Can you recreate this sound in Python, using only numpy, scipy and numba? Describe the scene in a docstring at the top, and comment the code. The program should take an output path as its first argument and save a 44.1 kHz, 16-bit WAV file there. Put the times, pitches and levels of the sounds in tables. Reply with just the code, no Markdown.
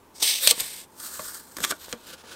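"""A stiff paper sheet is pushed back over its pad, scraping, and buckles with two sharp snaps.
It flexes, knocks the pad, is rubbed between finger and thumb, then tears off the glued edge in small pops.
The freed sheet flaps and the pad is handled. Friction is fibres catching and slipping; snaps and pops
are sudden releases that ring the paper. All of it is close by, in a quiet, dry room."""
import sys
import numpy as np
from scipy import signal
from scipy.fft import rfft, irfft
from scipy.io import wavfile
from scipy.ndimage import uniform_filter1d
from numba import njit

SR = 44100
rng = np.random.default_rng(int(sys.argv[2]) if len(sys.argv) > 2 else 0)


def digitize_waveform(pressure):
    """Quantize a signal to 16-bit integers and store it at the path in sys.argv[1].

    Rows of a 2-D input are taken as channels; values are limited to [-1, 1].
    """
    field = np.atleast_2d(pressure).T
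    bounded = np.clip(field, -1, 1)
    quanta = np.round(bounded * 32767).astype(np.int16)
    wavfile.write(sys.argv[1], SR, quanta)


N = 103635
TIME_S = np.arange(N) / SR


def undb(db):
    """Decibels to gain."""
    return 10 ** (np.asarray(db) / 20)


def unit(x):
    """Scale to rms 1."""
    return x / np.sqrt(np.mean(x ** 2) + 1e-24)


def envelope(curve):
    """Level curve as gain, silent beyond its ends."""
    time_s, db = np.array(curve).T
    return undb(np.interp(TIME_S, np.r_[time_s[0] - .01, time_s, time_s[-1] + .01], np.r_[-120, db, -120]))


def colour(x, spectrum, tilt_db_per_oct=0, tilt_from_hz=2160):
    """Minimum-phase filter with a treble tilt; keeps the power of white noise."""
    size = 2048
    hz, db = np.array(spectrum).T
    octave = np.log2(np.maximum(np.arange(size // 2 + 1), 1) * SR / size)
    tilt_db = tilt_db_per_oct * np.maximum(octave, np.log2(tilt_from_hz))
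    cepstrum = irfft(np.log(undb(np.interp(octave, np.log2(hz), db) + tilt_db)))
    causal = np.r_[cepstrum[0], 2 * cepstrum[1:size // 2]]
    impulse = irfft(np.exp(rfft(causal, size)))
    return signal.fftconvolve(x, impulse / np.linalg.norm(impulse))[:len(x)]


@njit
def sweep(x, hz, width_hz):
    """Moving resonance, gain 1 at its centre."""
    y = np.empty(len(x))
    band_state, low_state = 0., 0.
    for i in range(len(x)):
        g = np.tan(np.pi * hz[i] / SR)
        damping = width_hz / hz[i]
        band = (band_state + g * (x[i] - low_state)) / (1 + g * (g + damping))
        band_state = 2 * band - band_state
        low_state += 2 * g * band
        y[i] = damping * band
    return y


def wander(rate_hz):
    """Smooth random drift, rms 1."""
    hold = max(int(SR / rate_hz), 1)
    return unit(uniform_filter1d(rng.standard_normal(N)[np.arange(N) // hold], hold))


def add(out, time_s, x):
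    """Mix x in at time_s."""
    start = int(time_s * SR)
    out[start:start + len(x)] += x[:N - start]


def fibres(slips_per_s, spread_db, hiss, spurt_db, spurt_hz):
    """Fibres catch and slip: dense clicks over fine hiss, in spurts."""
    slips = (rng.random(N) < slips_per_s / SR) * rng.choice([-1, 1], N)
    sizes = undb(spread_db * np.minimum(rng.exponential(size=N), 4))
    grain = unit(slips * sizes) + hiss * rng.standard_normal(N)
    return unit(grain * undb(spurt_db * wander(spurt_hz)))


def burst(decay_s, kick_s=0.00023):
    """Sudden release: a kick and a fast-dying rattle."""
    t = TIME_S[:SR // 8]
    return rng.choice([-1, 1], len(t)) * np.exp(-t / decay_s) * (1 + np.exp(-t / kick_s))


def cracks(events, spectrum):
    """Sudden slips ring the paper for a few milliseconds."""
    out = np.zeros(N)
    for time_s, db, decay_s, tilt in events:
        add(out, time_s, undb(db) * colour(burst(decay_s), spectrum, tilt))
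    return out


# still air (frequency [Hz], level [dB])
AIR_SPECTRUM = [(25, -15), (120, -12), (220, -5.5), (450, -7), (750, -12.5), (900, -4.5), (1150, -13.5),
                (1700, -20.5), (4000, -27), (15500, -29.5)]


def room_tone(air_db=-55, hum_hz=81, hum_db=-69.5):
    """Still air and a low, wavering hum."""
    air = unit(colour(rng.standard_normal(N), AIR_SPECTRUM))
    hum = np.sqrt(2) * np.sin(2 * np.pi * hum_hz * TIME_S)
    return undb(air_db) * air + undb(hum_db + 2.1 * wander(3.7)) * hum


# sheet-on-pad friction (time [s], level [dB])
SLIDE_LEVEL = [(.13, -78), (.156, -46), (.195, -48), (.204, -33), (.216, -36), (.228, -16.5), (.252, -21.5),
               (.282, -20.5), (.34, -25.5), (.408, -33.5), (.44, -21), (.466, -22), (.485, -21.5),
               (.508, -16.5), (.521, -29.5), (.546, -41), (.592, -31.5), (.603, -24.5), (.62, -33.5),
               (.69, -38.5), (.8, -41.5), (.844, -49.5), (.874, -73.5)]
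# friction by stage (frequency [Hz], level [dB])
CATCH_SPECTRUM = [(100, -37), (300, -5), (900, -5.5), (1600, -11), (2200, -8.5), (3200, -9), (5500, 1.5),
                  (7200, -3), (8700, 1.5), (10200, -13), (13000, -7), (15500, -18.5)]
SLIDE_SPECTRUM = [(88, -60), (150, -33), (400, -20.5), (894, -20.5), (1570, -22), (2060, -8.5),
                  (3040, -2.5), (6230, -3), (6860, -12), (8660, -0.5), (10300, -15.5), (13000, -9.5),
                  (15500, -14)]
PUSH_SPECTRUM = [(100, -27.5), (550, -8.5), (750, -21.5), (1600, -8), (3100, -10), (3700, 2.5),
                 (4300, -1.5), (6500, -12.5), (8500, 2.5), (10000, -8), (12500, -1), (15500, -8.5)]
SETTLE_SPECTRUM = [(120, -17), (400, -12.5), (1200, -14), (2000, -3.5), (2700, -5), (3600, -3.5),
                   (4600, -3.5), (6800, -6), (8700, 4), (10300, -10.5), (13500, -3), (15500, -17)]
# catch end, slide start/end, push start/end, buckle start/end, settled (time [s])
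STAGE_TIMES_S = [.2, .24, .39, .435, .465, .485, .51, .57]


def sliding(edge_hz=3710, sag_hz_per_s=250, edge_db=-6):
    """The sheet scrapes over the one beneath; the ring of its edge sinks as it curls."""
    stages = [CATCH_SPECTRUM, SLIDE_SPECTRUM, SLIDE_SPECTRUM, PUSH_SPECTRUM,
              PUSH_SPECTRUM, SLIDE_SPECTRUM, SLIDE_SPECTRUM, SETTLE_SPECTRUM]
    scrape = np.zeros(N)
    for share, spectrum in zip(np.eye(len(stages)), stages):
        grain = fibres(slips_per_s=9000, spread_db=2.5, hiss=0.72, spurt_db=1.0, spurt_hz=250)
        crossfade = np.sqrt(np.interp(TIME_S, STAGE_TIMES_S, share))
        scrape += crossfade * colour(grain, spectrum)
    edge = sweep(scrape, edge_hz - sag_hz_per_s * TIME_S, width_hz=400.)
    return envelope(SLIDE_LEVEL) * (scrape + undb(edge_db) * edge)


# buckling snaps (time [s], level [dB], decay [s], tilt [dB/oct])
BUCKLE_SNAPS = [(.2268, -28, 0.0024, 1.5), (.2765, -22, 0.0028, -0.5), (.4737, -1, 0.003, -1.5),
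                (.5102, -7.5, 0.0035, 2.5), (.6002, -20.5, 0.0015, -2), (.6055, -17, 0.0021, 6)]
# ring of the bent sheet (frequency [Hz], level [dB])
SNAP_SPECTRUM = [(50, -29.5), (220, -39), (400, -26), (620, -13.5), (900, -19), (1400, -17), (1900, -4),
                 (2450, -8.5), (3100, 4), (4300, 3.5), (5800, -11.5), (7000, -6), (8400, 3.5), (10500, -18),
                 (11800, -2.5), (15500, -15.5)]


def buckling():
    """The bent sheet gives way in snaps."""
    return cracks(BUCKLE_SNAPS, SNAP_SPECTRUM)


# sheet tones (time [s], frequency [Hz], level [dB], decay [s])
FLEX_TONES = [(.474, 602, -20, 0.004), (.5105, 482, -22.5, 0.0079), (0.515, 294, -35, 0.011),
              (1.194, 622, -25, 0.0056), (1.193, 1100, -18.5, 0.0029), (1.568, 315, -26.5, 0.005),
              (1.605, 211, -32, 0.012), (1.647, 1122, -20, 0.0034), (1.721, 306, -27, 0.0054),
              (1.724, 1447, -15.5, 0.0038), (1.93, 232, -33.5, 0.014), (1.929, 488, -33, 0.013),
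              (1.928, 1430, -39, 0.0027)]


def flexing(attack_s=0.0027):
    """The sheet springs into a new shape and rings at a pitch set by how it is held."""
    out = np.zeros(N)
    t = TIME_S[:SR // 4]
    for time_s, hz, db, decay_s in FLEX_TONES:
        shape = np.exp(-t / decay_s) * (1 - np.exp(-t / attack_s))
        add(out, time_s, undb(db) * shape * np.sin(2 * np.pi * hz * t))
    return out


# knocks and flaps on the pad (time [s], level [dB], decay [s], centre [Hz])
PAD_KNOCKS = [(.514, -32, 0.013, 540), (.579, -35, 0.0038, 454), (0.609, -39, 0.013, 251),
              (1.194, -32, 0.0071, 754), (1.586, -35.5, 0.0055, 300), (1.6039, -35, 0.0027, 280),
              (1.6197, -32, 0.0023, 238), (1.721, -24, 0.0038, 696), (1.883, -36.5, 0.0022, 490),
              (1.932, -34.5, 0.0088, 384), (2.238, -45, 0.015, 400)]
# pad and sheet resonances (frequency [Hz], width [Hz], level [dB])
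PAD_MODES = [(132, 86, 0), (264, 98, -3), (393, 130, -7), (478, 47, 0.5), (588, 200, -1.5), (897, 67, -1.5),
             (1140, 46, 2), (1420, 170, -12), (1764, 200, -28)]


def knocking(reach_oct=1.27):
    """Soft blows ring the pad; softer contact favours its lower modes."""
    out = np.zeros(N)
    for time_s, db, decay_s, centre_hz in PAD_KNOCKS:
        blow = burst(decay_s)
        ring = np.zeros(len(blow))
        for hz, width_hz, mode_db in PAD_MODES:
            weight = undb(mode_db) / (1 + (np.log2(hz / centre_hz) / reach_oct) ** 4)
            ring += weight * signal.lfilter(*signal.iirpeak(hz, hz / width_hz, fs=SR), blow)
        add(out, time_s, undb(db) * ring * np.linalg.norm(blow) / np.linalg.norm(ring))
    return out


# finger friction (time [s], level [dB])
RUB_LEVEL = [(.88, -67), (.945, -58.5), (.975, -49), (1.005, -39.5), (1.066, -35), (1.1, -43),
             (1.145, -34.5), (1.175, -40), (1.24, -37.5), (1.3, -36.5), (1.325, -42.5), (1.35, -37),
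             (1.43, -50), (1.56, -52)]
# held sheet (frequency [Hz], level [dB])
HELD_SPECTRUM = [(120, -20), (280, -6), (520, -14), (900, -12.5), (1200, -3), (1700, -4.5), (2300, -14),
                 (3900, -8.5), (4650, -7.5), (6100, -7), (7700, -3.5), (8800, -1), (10200, -12),
                 (13000, -3.5), (15500, -10.5)]
# bowed-sheet resonances (frequency [Hz])
BOW_MODES_HZ = [1367, 4600, 8400]
# spectral notch (time [s], centre [Hz])
NOTCH_PATH = [(1.05, 2186), (1.48, 2700)]


def rubbing(bow_db=-5, notch_depth=0.32):
    """Finger and thumb slide along the sheet; its modes wander and a notch rises as the grip moves."""
    grain = fibres(slips_per_s=4000, spread_db=2.0, hiss=0.9, spurt_db=1.23, spurt_hz=110)
    rub = colour(grain, HELD_SPECTRUM)
    bow = sum(sweep(rub, hz * np.exp(0.076 * wander(23)), width_hz=0.075 * hz) for hz in BOW_MODES_HZ)
    notch_hz = np.interp(TIME_S, *np.array(NOTCH_PATH).T)
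    notch_band = sweep(rub, notch_hz, width_hz=660.)
    return envelope(RUB_LEVEL) * unit(rub + undb(bow_db) * bow - notch_depth * notch_band)


# tearing glue (time [s], level [dB])
PEEL_LEVEL = [(1.562, -49), (1.572, -46.5), (1.6, -44), (1.625, -35.5), (1.638, -24.5), (1.651, -30),
              (1.659, -38.5), (1.692, -36.5), (1.712, -22.5), (1.72, -44.5), (1.745, -50.5), (1.77, -52)]
# its crackle (frequency [Hz], level [dB])
PEEL_SPECTRUM = [(71, -44.5), (140, -18.5), (400, -4.5), (812, -21), (1190, -5.5), (2700, -14.5),
                 (3510, -5), (4220, -11), (8500, -5), (10500, -17), (12800, -7.5), (15500, -23)]


def peeling():
    """The glued edge tears in a fine crackle."""
    grain = fibres(slips_per_s=2800, spread_db=0, hiss=0.49, spurt_db=-0.5, spurt_hz=400)
    return envelope(PEEL_LEVEL) * colour(grain, PEEL_SPECTRUM)


# sheet creaks (time [s], level [dB], decay [s], tilt [dB/oct])
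TAUT_CREAKS = [(1.568, -28, 0.004, -3.5), (1.585, -31, 0.0027, -3), (1.604, -30, 0.0031, -2)]


def creaking():
    """The taut sheet creaks before the glue gives."""
    return cracks(TAUT_CREAKS, HELD_SPECTRUM)


# glue pops (time [s], level [dB], decay [s], tilt [dB/oct])
GLUE_POPS = [(1.6392, -19, 0.00086, -3), (1.6419, -15.5, 0.00078, 1.5), (1.6478, -15.5, 0.0033, 2.5),
             (1.7125, -19.5, 0.0019, 1)]
# their ring (frequency [Hz], level [dB])
POP_SPECTRUM = [(80, -31), (250, 0), (400, -22), (800, -9.5), (1100, 0.5), (1700, 3), (2900, -7), (3500, 2),
                (4400, -8.5), (8500, -5), (10500, -13), (15500, -22)]


def popping():
    """The glue lets go in small pops."""
    return cracks(GLUE_POPS, POP_SPECTRUM)


# loose-sheet friction (time [s], level [dB])
BRUSH_LEVEL = [(1.76, -68), (1.78, -53.5), (1.825, -44), (1.846, -41), (1.86, -50), (1.915, -38.5),
               (1.95, -58), (2.01, -57.5), (2.085, -48), (2.16, -60)]
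# loose sheet (frequency [Hz], level [dB])
BRUSH_SPECTRUM = [(150, -9.5), (500, -13.5), (1400, -3), (2300, -10), (3600, -1), (6000, -7), (8800, -3),
                  (10300, -15), (13000, -3), (15500, -15)]


def brushing():
    """The freed sheet brushes the fingers."""
    grain = fibres(slips_per_s=2300, spread_db=6, hiss=0.92, spurt_db=2.0, spurt_hz=91)
    return envelope(BRUSH_LEVEL) * colour(grain, BRUSH_SPECTRUM)


# edge flick (time [s], level [dB], decay [s], tilt [dB/oct])
EDGE_FLICK = [(1.927, -22, 0.003, -1.5)]
# hand-on-pad friction (time [s], level [dB])
HAND_LEVEL = [(1.94, -64), (2.06, -52.5), (2.076, -43.5), (2.118, -46), (2.144, -37.5), (2.158, -56),
              (2.208, -48), (2.226, -58), (2.29, -46), (2.332, -41), (2.38, -55)]
# pad surface (frequency [Hz], level [dB])
PAD_SPECTRUM = [(88, -28), (150, -9.5), (490, -3.5), (850, -17), (1420, 0.5), (1940, -13), (3040, -5),
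                (10500, -15), (12800, -22), (15500, -21)]


def handling():
    """The sheet's edge flicks the pad; then the hand shifts on it."""
    grain = fibres(slips_per_s=2800, spread_db=2.5, hiss=0.94, spurt_db=1.3, spurt_hz=100)
    return cracks(EDGE_FLICK, PAD_SPECTRUM) + envelope(HAND_LEVEL) * colour(grain, PAD_SPECTRUM)


def reflections(x, t60_s, gap_s):
    """Dense reflections die away after a short gap."""
    tail = rng.standard_normal(N) * undb(-60 * TIME_S / t60_s) * (TIME_S > gap_s)
    return signal.fftconvolve(x, tail / np.linalg.norm(tail))[:N]


def desk(x, scatter_db=-14):
    """Early reflections off the desk and its things add a hollow colour."""
    return x + undb(scatter_db) * reflections(x, t60_s=0.025, gap_s=0.0012)


def room(x, echo_db=-19.5):
    """The room adds a faint, short, dull echo."""
    echo = reflections(x, t60_s=0.17, gap_s=0.0061)
    return x + undb(echo_db) * colour(echo, [(100, 1.5), (1000, -5.0), (4000, -11), (15000, -20.5)])


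def scene():
    """Sheet and pad at a desk in a quiet room, mono."""
    bending = sliding() + buckling()
    tearing = creaking() + peeling() + popping()
    fingers = rubbing() + brushing() + handling()
    paper = desk(bending + tearing + fingers) + knocking() + flexing()
    return (room(paper) + room_tone())[None]


def record(dry, ceiling=0.9, cutoff_hz=15700):
    """Clip the loudest peaks, then low-pass."""
    lowpass = signal.ellip(10, .1, 70, cutoff_hz, fs=SR, output="sos")
    return signal.sosfilt(lowpass, np.clip(dry, -ceiling, ceiling))


dry = scene()
out = record(dry)
digitize_waveform(out)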